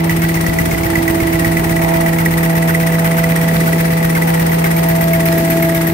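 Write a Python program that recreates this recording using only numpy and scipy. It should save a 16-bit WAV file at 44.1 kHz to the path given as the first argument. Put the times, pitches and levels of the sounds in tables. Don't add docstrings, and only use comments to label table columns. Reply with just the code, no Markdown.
import sys
import numpy as np
from scipy import signal
from scipy.fft import rfft, irfft
from scipy.io import wavfile
from scipy.ndimage import uniform_filter1d

SR = 44100
rng = np.random.default_rng(int(sys.argv[2]) if len(sys.argv) > 2 else 0)


def bounce(signal):
    frames = np.transpose(np.atleast_2d(signal))
    limited = np.clip(frames, -1, 1)
    pcm = np.round(limited * 32767).astype(np.int16)
    wavfile.write(sys.argv[1], SR, pcm)


def ratio_of_db(decibels):
    return 10 ** (np.asarray(decibels, float) / 20)


N = 261513
T = np.arange(N) / SR

FOLD_S, FOLDS_PER_TURN = .1229, 4
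TURN_S = FOLD_S * FOLDS_PER_TURN
LOBE_HZ = 82.72
ROAR_DB, RUMBLE_DB, GEAR_DB = -24.5, -28.5, -29.5

# [left level/dB, right level/dB]
STRONG_ORDERS = [(-14.5, -13.5), (-20.5, -21), (-28.5, -32.5), (-22, -19.5)]
# [t/s, half-width/s, left level/dB, right level/dB]
STANDING_WAVES = [
    [(1.01, 0.33, -4, -8.5), (1.2, 0.97, -4.5, -2), (0.6, 0.28, 1.5, -4), (5.78, .45, -1.5, -3.5)],
    [(.05, 0.19, -1.5, 0.5), (1.16, 0.32, -1, 6.5), (3.1, 1.1, -3, -5), (4.2, 1.03, -4.5, -23),
     (3.3, .45, -5.5, -1), (5.75, 0.23, 1, 1)],
    [(.8, 1.6, -10, -4.5), (1.6, 0.25, -13, .1), (2.7, 1.1, -1.5, 6.5)],
    [(0.5, 0.98, -11, -3), (0.17, 0.32, -6, -5), (1.9, 0.19, 2, 4), (1.72, 0.2, -7, -1.3),
     (2.27, 0.16, -4, -6), (3.05, 0.58, -9.5, -1.3), (3.96, 0.38, -0.5, -5.5), (5.33, 0.44, 3, 1.5),
     (5.95, 0.15, -3, -7)],
]
# [strong order index 0-3, port 0 left 1 right, t/s, half-width/s]
PHASE_FLIPS = [
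    (1, 1, .48, .16),
    (1, 0, .74, .15),
    (3, 0, 2.4, .15),
]
PHASE_LEADS = [(.1, .25, .03), (.9, -1.0, 0), (-1.5, -.9, 3.3), (1.2, 1.2, -6.8)]
# [order, start level/dB, middle level/dB, end level/dB]
WEAK_ORDERS = [(1, -42, -46, -48), (3, -37, -41, -39), (5, -41, -41, -38), (9, -47, -45, -47),
               (10, -46, -42, -43), (12, -49, -49, -49), (16, -48, -49, -50), (20, -58, -46, -38),
               (24, -47, -47, -47), (32, -56, -54, -54)]
# [t/s, extra delay/ms]
PATH_DELAY = [(0, 1.1), (1.5, 1.2), (3.0, 0), (3.6, 0), (5.93, -2.1)]
# [t/ms, level/dB, f/Hz, t60/s, sign]
VALVE_POPS = [
    (116.5, 0, 125, .024, 1),
    (58, -6, 150, .018, -1),
    (67, -9, 95, .032, -1),
    (34.5, -12, 90, .04, -1),
    (93, -7, 200, .012, -1),
    (9.5, -15, 64, .08, 1),
    (114, -15, 42, .05, 1),
    (57, -17, 45, .05, 1),
    (87, -15, 90, .03, 1),
]
# [start/ms, rise/ms, hold/ms, fall/ms, then level/dB at each of STROKE_HZ]
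STROKES = [
    (92.7, 3, 26.9, 6, 0.5, 1, 3.5, 3.5, 4.5, 3.5),
    (35.5, 6.7, 2, 12.7, 0.5, 1, 7.5, 9, 9, 0.5),
    (34.1, 1, 3.2, 5.1, 4, -7, 5, -18, -8, -13),
    (2.5, 0.59, 0.56, 1.8, -1, -0.5, 14, -10, 9.5, 7),
    (68.9, 2.3, 1.7, 7.9, -1, 2, -7, -27, -3, 4),
]
STROKE_HZ = [1500, 2200, 4500, 9000, 12500, 15000]
# [f/Hz, level/dB per Hz]
HISS_COLOUR = [(650, -40), (1100, -5), (1580, -6.5), (1960, -0.5), (2150, -5), (3230, -16.5), (4430, -23.5),
               (5620, -20), (7220, -25.5), (9150, -15.5), (10800, -25), (13000, -15.5), (15100, -16.5),
               (15800, -19), (16500, -47)]
CLANK_TURN = {"jaws": [(93.5, -12.5, 1960), (461.5, -13, 1950)], "fingers": [(219, -17.5, 2170),
              (343, -21.5, 2210)], "cams": [(44.8, -17.5, 1955), (167.8, -18.5, 1960), (290.5, -11.5, 1960),
              (413.5, -17, 1945)], "stops": [(3, -21.5, 1990), (125, -24, 1960), (249, -19, 1970),
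              (372, -19, 1975), (438, -24, 1800)], "latches": [(111, -19, 1540), (235, -13.5, 1520)]}
SLACK_MS = {"jaws": .8, "fingers": .8, "cams": .8, "stops": 2.5, "latches": .6}
# [t/s, extra level/dB]
ACCENTS = [(.095, 2), (.237, 19), (.297, 3), (.463, -3.5), (.955, 3), (2.186, 3), (2.258, 2), (2.692, 2),
           (4.153, 2), (4.888, 3), (5.136, 1.5), (5.378, 2)]
PASSAGES = {"valves": (1.0, 0.96, -24.5, -32), "hiss": (0.5, -1, -32.5, -31.5),
            "bite": (-0.2, 1.8, -2.6, -14), "whistle": (5.5, 1.3, 8, -13), "hoses": (2.5, 0.8, -58, -43.5),
            "echo": (2, 1, -6, -5.5), "jaws": (1, 1.05, 0, -10), "fingers": (3, 0.8, -14, -2.2),
            "cams": (3, 1.5, -1.5, -9), "stops": (1.5, 2.5, -0.7, -5), "latches": (3.5, 1.8, -2.5, -25)}
# [t/s, half-width/s, roll rumble level/dB, gear rumble level/dB]
SWELLS = [(0.01, 0.34, -3.5, 0), (1.5, 0.9, 1, -1), (1.9, 0.12, .1, 6.5), (2.5, 0.61, -1, 3.5),
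          (3.65, .17, 4.5, 1.5), (4.35, 0.22, 0.8, 4), (4.95, 0.35, 0, 3), (5.45, 0.2, 4.5, -1)]
# [f/Hz, level/dB per Hz]
RUMBLE_COLOUR = [(60, -30), (150, -14), (210, -3), (280, -3), (400, -4), (520, -14), (700, -30)]
# [f/Hz, level/dB per Hz]
GEAR_COLOUR = [(500, -29), (700, 0.5), (850, 12), (1000, 5.5), (1300, -37)]
# [f/Hz, level/dB per Hz]
LEAK_COLOUR = [(2200, -18), (3300, -1), (4500, 4), (6000, -5), (7500, -16)]
# [f/Hz, level/dB per Hz]
ROAR_COLOUR = [(25, -22), (60, -1.5), (200, -3), (400, -8.5), (570, -6.5), (850, -7), (1200, -12),
               (1600, -17), (1970, -9.5), (2500, -16.5), (4500, -30.5), (7100, -43), (9100, -43),
               (10800, -54), (12800, -35), (15500, -37)]
# [f/Hz, level/dB, left lead/rad]
MOTOR_TONES = [(689.5, -37, 2.2), (1093.5, -46, 1.5)]
# [f/Hz, correlation -1..1]
LIKENESS = [(25, .9), (60, .96), (130, .97), (290, .72), (640, .1), (1100, -.55), (1700, -.1), (15000, 0)]
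# [f/Hz, level/dB]
LEFT_LEAN = [(60, 0.0), (110, 0.0), (200, -0.5), (380, 0.5), (700, 0), (1290, -3.5), (2380, 6),
             (4400, -2.5), (8120, 5), (15000, 6)]


def curve(table):
    s, *cols = np.transpose(table)
    return [np.interp(T, s, c) for c in cols]


def shape(table, size):
    hz, value = np.transpose(table)
    bins_hz = np.fft.rfftfreq(size, 1 / SR)
    return np.interp(np.log(bins_hz + 1), np.log(hz), value)


def unit(x):
    return x / np.sqrt(np.mean(x ** 2))


def noise(table, size=N):
    mid, side = rfft(rng.standard_normal((2, size)))
    like = np.clip(shape(LIKENESS, size), -.99, .99)
    pair = np.sqrt(1 + like) * mid + np.sqrt(1 - like) * side * np.array([[1], [-1]])
    return irfft(pair * ratio_of_db(shape(table, size)), size)


def walk(rate_hz):
    k = int(SR / rate_hz)
    steps = np.repeat(rng.standard_normal(N // k + 1), k)
    slewed = uniform_filter1d(uniform_filter1d(steps, k), k)
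    return unit(slewed[:N])


def bell(s, half_s, t=T):
    return np.exp(-np.abs((t - s) / half_s) ** 3.8)


def bumps(rows):
    return sum(np.outer(db, bell(s, half_s)) for s, half_s, *db in rows)


def near(part, t=T):
    s, half_s, abreast_db, away_db = PASSAGES[part]
    return away_db + (abreast_db - away_db) * bell(s, half_s, t)


def folds():
    return (T - curve(PATH_DELAY)[0] / 1000) / FOLD_S


def flips(k):
    gain = np.ones((2, N))
    for order, port, s, half_s in PHASE_FLIPS:
        if order == k:
            gain[port] *= np.tanh((T - s) / half_s)
    return gain


def blower():
    turn = 2 * np.pi * (LOBE_HZ * T + .012 * walk(1.5))
    out = np.zeros((2, N))
    for k, order in enumerate((2, 4, 6, 8)):
        left_db, right_db = bumps(STANDING_WAVES[k]) + np.array(STRONG_ORDERS[k])[:, None]
        lead = np.interp(T / T[-1], [0, .44, 1], PHASE_LEADS[k])
        flutter = ratio_of_db(.25 * k * walk(24.77) + .084 * walk(22))
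        left = ratio_of_db(left_db) * np.sin(order * turn + k + lead / 2)
        right = ratio_of_db(right_db) * np.sin(order * turn + k - lead / 2)
        out += np.sqrt(2) * flutter * flips(k) * np.array([left, right])
    for order, *ends_db in WEAK_ORDERS:
        db = np.interp(T / T[-1], [0, .5, 1], ends_db)
        for ch in out:
            level = ratio_of_db(db + 1 + 2 * walk(2))
            ch += np.sqrt(2) * level * np.sin(order * turn + .06 * order * walk(1))
    return out


def valves():
    out, count = np.zeros(N), folds()
    for ms, db, hz, t60_s, sign in VALVE_POPS:
        since = count - ms / 1000 / FOLD_S
        age_s = since % 1 * FOLD_S
        scatter_db = .7 * rng.standard_normal(64)
        size = ratio_of_db(db + scatter_db[np.floor(since).astype(int) + 2])
        envelope = (1 - np.exp(-age_s / .0018)) * 1000 ** (-age_s / t60_s)
        out += sign * size * np.sin(2 * np.pi * hz * age_s) * envelope
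    return unit(out)


def stroke(start_ms, rise_ms, hold_ms, fall_ms, scatter_db):
    since = folds() - start_ms / 1000 / FOLD_S
    age_ms = since % 1 * FOLD_S * 1000
    index = np.floor(since).astype(int) + 2
    chance = rng.standard_normal(64)
    size = ratio_of_db(scatter_db * (chance[index] + chance[index % FOLDS_PER_TURN]))
    fall = np.exp(-np.maximum(age_ms - rise_ms - hold_ms, 0) / fall_ms)
    return size * np.clip(age_ms / rise_ms, 0, 1) * fall


def knives_and_suction(bite_db, whistle_db):
    out, scale = 0, np.std(noise(HISS_COLOUR + [(SR / 2, -60)]))
    for start_ms, rise_ms, hold_ms, fall_ms, *tilt_db in STROKES:
        colour = [(f, db + np.interp(np.log(f), np.log(STROKE_HZ), tilt_db)) for f, db in HISS_COLOUR]
        gate = stroke(start_ms, rise_ms, hold_ms, fall_ms, .6)
        grit = ratio_of_db(1.7 * walk(350))
        out = out + gate * grit * noise(colour) / scale
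    whistle = unit(noise([(10000, -30), (12200, -6), (12650, 0), (13300, -8), (15500, -17)]))
    bite = unit(noise([(2500, -13), (3500, -9), (5600, 7), (7000, 5), (9000, -12), (15000, -6)]))
    out = out + ratio_of_db(bite_db + 2) * stroke(93, 1.5, 3, 4, 1.2) * bite
    return out + ratio_of_db(whistle_db - 4.5) * stroke(94, 1.8, 7, 3, .8) * whistle


def clank_list():
    rows = []
    for part, slots in CLANK_TURN.items():
        for ms, db, hz in slots:
            c = rng.standard_normal((13, 3)).T
            s = np.arange(13) * TURN_S + ms / 1000
            s = s + (np.interp(s, *np.transpose(PATH_DELAY)) + SLACK_MS[part] * c[0]) / 1000
            extra_db = sum(boost * (abs(s - at) < .006) for at, boost in ACCENTS)
            level_db = db + extra_db + near(part, s) + .87 * c[1]
            rows += zip(s, level_db, hz + 30.2 * c[2])
    return [r for r in rows if 0 < r[0] < T[-1]]


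def grippers(pan_db):
    out, age_s = np.zeros((2, N + 4000)), np.arange(4000) / SR
    clanks = clank_list()
    chance = rng.standard_normal((200, 4))
    t60_s = [[.036], [.016], [.016]]
    for (s, db, hz), c in zip(clanks, chance):
        crack = np.diff(rng.standard_normal((2, len(age_s) + 1)))
        crack = ratio_of_db(-17) * crack * np.exp(-age_s / .0038)
        modes_hz = hz * (1 + np.array([0, -.1, .11]) + c[:3] * [.003, .03, .03])[:, None]
        start = int(s * SR)
        for ch, late_s in enumerate((0, .00039 + .00004 * c[3])):
            since_s = np.maximum(age_s - late_s, 0)
            blow = (1 - np.exp(-since_s / .0014)) * 1000 ** (-since_s / t60_s)
            ring = ratio_of_db([[0], [-5], [-6]]) * blow * np.sin(2 * np.pi * modes_hz * since_s)
            out[ch, start:start + len(age_s)] += ratio_of_db(db) * (np.sum(ring, axis=0) + crack[ch])
    return out[:, :N] * ratio_of_db(np.array([[pan_db], [-pan_db]]) / 2)


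def rolls():
    size = int(round(TURN_S * SR))
    turn = np.tile(unit(noise(RUMBLE_COLOUR, size)), N // size + 1)[:, :N]
    return unit(turn + .54 * unit(noise(RUMBLE_COLOUR)))


def gears(level_db):
    return ratio_of_db(level_db - 1.5 + 1.5 * walk(18)) * unit(noise(GEAR_COLOUR))


def hoses():
    return ratio_of_db(near("hoses") + 1.5 * walk(30)) * unit(noise(LEAK_COLOUR))


def motors():
    side = np.array([[.5], [-.5]])
    out = np.zeros((2, N))
    for hz, db, lead in MOTOR_TONES:
        out += np.sqrt(2) * ratio_of_db(db + .5 * walk(4.2)) * np.sin(2 * np.pi * hz * T + side * lead)
    return out


def roar():
    return ratio_of_db(ROAR_DB + .5 * walk(2.9)) * unit(noise(ROAR_COLOUR))


def hall(x, t60_s):
    age_s = np.arange(int(t60_s * SR)) / SR
    tail = rng.standard_normal((2, len(age_s))) * 1000 ** (-age_s / t60_s) * (age_s > .006)
    return signal.fftconvolve(x, tail / np.linalg.norm(tail[0]), axes=1)[:, :N]


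def scene():
    rumble_db, gear_db = bumps(SWELLS) + [[RUMBLE_DB], [GEAR_DB]]
    pop = ratio_of_db(near("valves") + 3.5) * valves()
    pops = np.array([pop, np.roll(pop, -18)])
    knives = ratio_of_db(near("hiss") + 8.5) * knives_and_suction(near("bite"), near("whistle"))
    clanks = ratio_of_db(10.5) * grippers(pan_db=-4)
    machine = blower() + pops + knives + clanks + ratio_of_db(rumble_db + 2.5) * rolls() + gears(gear_db)
    echo = ratio_of_db(near("echo")) * hall(knives, .5) + hall(ratio_of_db(-16.5) * clanks, .4)
    return machine + hoses() + motors() + roar() + echo


def low_pass(x):
    return signal.sosfilt(signal.butter(12, 17070, fs=SR, output="sos"), x)


def record(dry):
    treble_db = shape(LEFT_LEAN, N) * shape([(2500, 0), (4000, 1)], N)
    ports = irfft(rfft(dry) * ratio_of_db(np.array([treble_db, -treble_db]) / 2), N)
    bass_cut = signal.butter(2, 40, "high", fs=SR, output="sos")
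    top_edge = signal.ellip(10, .3, 65, 15700, fs=SR, output="sos")
    ports = signal.sosfilt(bass_cut, ports)
    rounded = np.tanh(.6 * ports) / .6
    return low_pass(signal.sosfilt(top_edge, rounded))


dry = scene()
out = record(dry)
bounce(out)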